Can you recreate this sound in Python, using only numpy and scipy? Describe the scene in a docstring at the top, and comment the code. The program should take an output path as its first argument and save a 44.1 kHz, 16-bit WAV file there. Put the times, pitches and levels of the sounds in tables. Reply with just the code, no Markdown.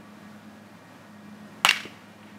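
"""A bat meets a pitched baseball in an outdoor batting cage: one hard crack, a hollow knock and a
brief ring of the barrel, loud enough to overload the input. Nearby walls slap the crack back and the
ballpark adds a short tail. The ball lands with a dull thud and shoes scuff the mat.
A motor, probably the pitching machine, hums under faint open-air noise."""
import sys
import numpy as np
from scipy import signal
from scipy.fft import rfft, irfft
from scipy.io import wavfile

SR = 44100
rng = np.random.default_rng(int(sys.argv[2]) if len(sys.argv) > 2 else 0)


def dump(signal):
    """Clip the signal to [-1, 1] and save it as 16-bit WAV at the path in sys.argv[1]."""
    limited = np.clip(np.atleast_2d(signal).T, -1, 1)
    pcm = np.round(limited * 32767).astype(np.int16)
    wavfile.write(sys.argv[1], SR, pcm)


N = 104958
HIT_S = 1.6488
# colour of grit under ball and shoes: f/Hz, relative level/dB
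GRIT = [(50, -50), (200, -20), (1200, -9), (2400, -1.5), (3800, -14), (6000, -36), (15000, -35)]


def amp(db):
    """Decibels to gain."""
    return 10 ** (np.asarray(db) / 20)


def curve(points, hz, column=1):
    """A column of a spectrum table, interpolated over log frequency."""
    table = np.array(points, float)
    return np.interp(np.log(hz + 1), np.log(table[:, 0] + 1), table[:, column])


def add(mix, start_s, sound):
    """Lays a sound into the mix."""
    part = mix[round(start_s * SR):][:len(sound)]
    part += sound[:len(part)]


def pulse(colour, size=4096):
    """The sharpest causal click with a given spectrum (minimum phase)."""
    hz = abs(np.fft.fftfreq(size, 1 / SR))
    log_gain = np.log(amp(curve(colour, hz)))
    spectrum = np.exp(np.conj(signal.hilbert(log_gain)))
    return np.fft.ifft(spectrum).real[:size // 2]


def dull(x, cutoff_hz):
    """Rolls off the treble."""
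    return signal.lfilter(*signal.butter(2, cutoff_hz, fs=SR), x)


def ring(modes):
    """Struck modes as decaying sines, one second long."""
    t = np.arange(SR) / SR
    return sum(amp(db - 60 * t / t60) * np.sin(2 * np.pi * hz * t) for hz, db, t60 in modes)


def attack(rise_s):
    """A one-second envelope that softens an onset."""
    return 1 - np.exp(-np.arange(SR) / SR / rise_s)


def burst(colour, t60):
    """A dying puff of coloured noise."""
    t = np.arange(SR // 2) / SR
    puff = rng.standard_normal(len(t)) * amp(-60 * t / t60)
    return signal.fftconvolve(puff / np.linalg.norm(puff), pulse(colour))


def drift(rate_hz):
    """A slow random wobble of unit RMS."""
    hz = np.fft.rfftfreq(N, 1 / SR)
    wobble = irfft(rfft(rng.standard_normal(N)) * np.exp(-(hz / rate_hz) ** 2) * (hz > 0), N)
    return wobble / wobble.std()


def reverb(bands, far_db=-100, far_t60=1):
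    """Dense reflections, each band dying at its own speed, over a fainter long decay."""
    hz, t, noise = signal.stft(rng.choice([-1., 1.], SR), SR, nperseg=256)
    t60 = curve(bands, hz, column=2)[:, None]
    fade = amp(-60 * t / t60) + amp(far_db - 60 * t / far_t60)
    wash = signal.istft(noise * fade, SR, nperseg=256)[1][:SR]
    return signal.fftconvolve(wash / np.linalg.norm(wash), pulse(bands))[:SR]


def open_air():
    """A bed of distant outdoor noise that swells slightly."""
    # colour of the air: f/Hz, relative level/dB
    colour = [(18, -88), (30, -65), (75, -26.5), (92, -15), (114, -21.5), (130, -16), (177, -7), (208, -8),
              (237, -8.5), (307, -11.5), (410, -19), (591, -15), (1170, -20), (1290, -19), (1820, -23),
              (2240, -26), (15500, -46)]
    # its slow rise and fall: t/s, level/dB
    levels = [(0, -50), (.3, -49), (.6, -50), (.8, -50), (.95, -49), (1.2, -50.5), (1.6, -48), (2.0, -49),
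              (2.38, -50)]
    hz = np.fft.rfftfreq(N, 1 / SR)
    bed = irfft(rfft(rng.standard_normal(N)) * amp(curve(colour, hz)), N)
    level_db = np.interp(np.arange(N) / SR, *np.transpose(levels)) + 0.4 * drift(13)
    return bed / bed.std() * amp(level_db)


def motor():
    """A wavering hum, mostly second harmonic, with thin whines on top."""
    # swells and dips of the second harmonic: t/s, RMS level/dB
    levels = [(0, -50.5), (.15, -48.5), (.45, -50.5), (.63, -51.5), (.78, -67), (.92, -68), (1.05, -58),
              (1.13, -49.5), (1.42, -46), (1.55, -50), (1.82, -50), (2.0, -57.5), (2.15, -56),
              (2.38, -49.5)]
    # motor whines: f/Hz, RMS level/dB
    whines = [(937, -72.5), (1147, -67), (1459, -72.5), (1669, -69.5), (1873, -67.5), (2390, -72.5)]
    hum_hz, fundamental_db, flutter = 104.9, -61.5, 0.19
    phase = 2 * np.pi * np.cumsum(hum_hz * (1 + 0.005 * drift(7.3))) / SR
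    swell = amp(np.interp(np.arange(N) / SR, *np.transpose(levels)))
    hum = swell * (1 + flutter * drift(19)) * np.sin(2 * phase)
    hum += amp(fundamental_db) * np.sin(phase)
    for hz, db in whines:
        gain = amp(db + 2.9 * drift(7.1))
        pitch_hz = hz * (1 + 0.003 * drift(14.2))
        hum += gain * np.sin(2 * np.pi * np.cumsum(pitch_hz) / SR)
    return np.sqrt(2) * hum


def shoes():
    """The batter's feet turn and scuff the mat in the follow-through."""
    # scuffs: t/s, gain/dB, time to fall 30 dB/s
    scuffs = [(2.229, -11.5, 0.035), (2.268, -8, 0.25)]
    out = np.zeros(N)
    for start_s, db, length_s in scuffs:
        add(out, start_s, amp(db) * burst(GRIT, t60=2 * length_s))
    return out


def ball_landing():
    """The ball comes down with a dull thud and a little grit."""
    # ground contacts: t/s, thud gain/dB
    contacts = [(1.8532, -28), (1.8606, -41.5)]
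    # modes of the thud: f/Hz, relative level/dB, t60/s
    modes = [(211, -5, 0.056), (350, 3, 0.044), (420, 3, 0.029), (880, -17, 0.017)]
    out = np.zeros(N)
    thud = ring(modes) * attack(rise_s=0.0029)
    for start_s, db in contacts:
        add(out, start_s, amp(db) * thud)
        add(out, start_s, amp(db + 27.5) * burst(GRIT, t60=0.029))
    return out


def ballpark():
    """The park answers the hit with a diffuse tail after a short pre-delay."""
    # park reverb: f/Hz, relative level/dB, t60/s
    bands = [(40, -48, .3), (150, -25, .3), (500, -20, 0.4), (1000, -8.5, .38), (1700, -0.5, 0.36),
             (2210, 1, 0.52), (2480, -3, 0.49), (2850, 1.5, 0.47), (3500, -5.5, 0.35), (5700, -12.5, 0.43),
             (6700, -18, 0.42), (15000, -28, 0.37)]
    tail_db, predelay_s = 16, 0.037
    out = np.zeros(N)
    tail = reverb(bands, far_db=-25, far_t60=1.74) * attack(rise_s=0.0027)
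    add(out, HIT_S + predelay_s, amp(tail_db) * tail)
    return out


def wall_slaps():
    """Nearby walls throw back the crack and the barrel's ring, each with a puff of scatter."""
    # slaps: t/s, crack gain/dB, ring gain/dB, scatter gain/dB, scatter t60/s, cutoff/Hz
    slaps = [(1.6889, 13, -4, 17.5, 0.038, 5500), (1.7097, 10, -18, 14.5, 0.013, 8400),
             (1.7615, -7, -25, -1.5, .04, 3980), (1.771, -8, -31, 1.5, 0.029, 5000),
             (1.803, -11, -51, -2, 0.082, 6160), (1.834, -15, -44, -7, .05, 6130)]
    # colour of the walls' return: f/Hz, relative level/dB
    colour = [(40, -42), (180, -24), (390, -11.5), (620, -17), (1000, -10), (1500, 2), (2400, -2.5),
              (4100, -3.5), (5200, -10.5), (9500, -12), (16000, -12)]
    # ring that the barrel throws toward the walls: f/Hz, relative level/dB, t60/s
    modes = [(2232, -22, 0.31), (2771, -1, 0.04), (2720, -12, 0.061), (4450, -11, 0.03),
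             (5600, -19.5, 0.054)]
    out = np.zeros(N)
    barrel = ring(modes) * attack(rise_s=0.001)
    for start_s, crack_db, ring_db, scatter_db, t60, cutoff_hz in slaps:
        add(out, start_s, amp(crack_db) * dull(pulse(colour), cutoff_hz))
        add(out, start_s, amp(ring_db) * barrel)
        add(out, start_s, amp(scatter_db) * dull(burst(colour, t60), cutoff_hz))
    return out


def bat_hit():
    """The contact cracks and knocks, sets the barrel ringing and scatters around the cage."""
    # colour of the contact pulse: f/Hz, relative level/dB
    colour = [(40, -43), (160, -10), (420, -21), (800, -0.5), (1250, 1), (2100, -17.5), (3000, 3),
              (5000, -16), (7800, -10), (10500, -14.5), (16000, -25.5)]
    # hollow knock of the contact: f/Hz, relative level/dB, t60/s
    knock_modes = [(585, -12, 0.069), (867, -1.5, 0.038), (1030, -12, 0.028), (1380, -3, 0.021)]
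    # modes of the barrel: f/Hz, relative level/dB, t60/s
    barrel_modes = [(1000, -18, 0.088), (1370, -7, 0.089), (2250, -0.5, 0.25), (2320, -9, 0.33),
                    (2520, -6, 0.19), (2820, -6.5, 0.06), (2910, -13, 0.25), (4500, -21, .07),
                    (5605, -16, 0.35)]
    # early reflections off the ground and the cage frame: delay/s, gain/dB
    reflections = [(.0011, -15), (.003, -40), (.0054, -23), (.0086, -18), (.0125, -24), (0.0196, -15)]
    # scatter in the cage: f/Hz, relative level/dB, t60/s
    cage_bands = [(100, -33, 0.064), (390, -19.5, 0.11), (690, -3.5, 0.12), (1210, 0.5, 0.18),
                  (2240, -2.5, 0.21), (3000, -3.5, 0.16), (4340, -12.5, 0.17), (7000, -20, 0.22),
                  (15000, -24.5, 0.11)]
    crack_db, spray_db, knock_db, barrel_db, cage_db = 23.5, 17.5, -13, -20, 19.5
    out = np.zeros(N)
    crack = amp(crack_db) * pulse(colour)
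    add(out, HIT_S, crack)
    add(out, HIT_S, amp(spray_db) * burst(colour, t60=0.0044))  # a spray of noise thickens the crack
    for delay_s, db in reflections:
        add(out, HIT_S + delay_s, amp(db) * dull(crack, cutoff_hz=4530))
    add(out, HIT_S, amp(knock_db) * ring(knock_modes))
    add(out, HIT_S, amp(barrel_db) * ring(barrel_modes))
    add(out, HIT_S, amp(cage_db) * reverb(cage_bands))
    return out


def scene():
    """The mono mix, heard from behind the cage."""
    return (bat_hit() + wall_slaps() + ballpark() + ball_landing() + shoes() + motor() + open_air())[None]


def record(dry):
    """The crack clips hard, then a steep low-pass trims the very top."""
    cutoff_hz = 15700
    clipped = np.clip(dry, -1, 1)
    lowpass = signal.firwin(255, cutoff_hz, window=("kaiser", 9), fs=SR)
    return signal.oaconvolve(clipped, lowpass[None], "same")


dry = scene()
out = record(dry)
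dump(out)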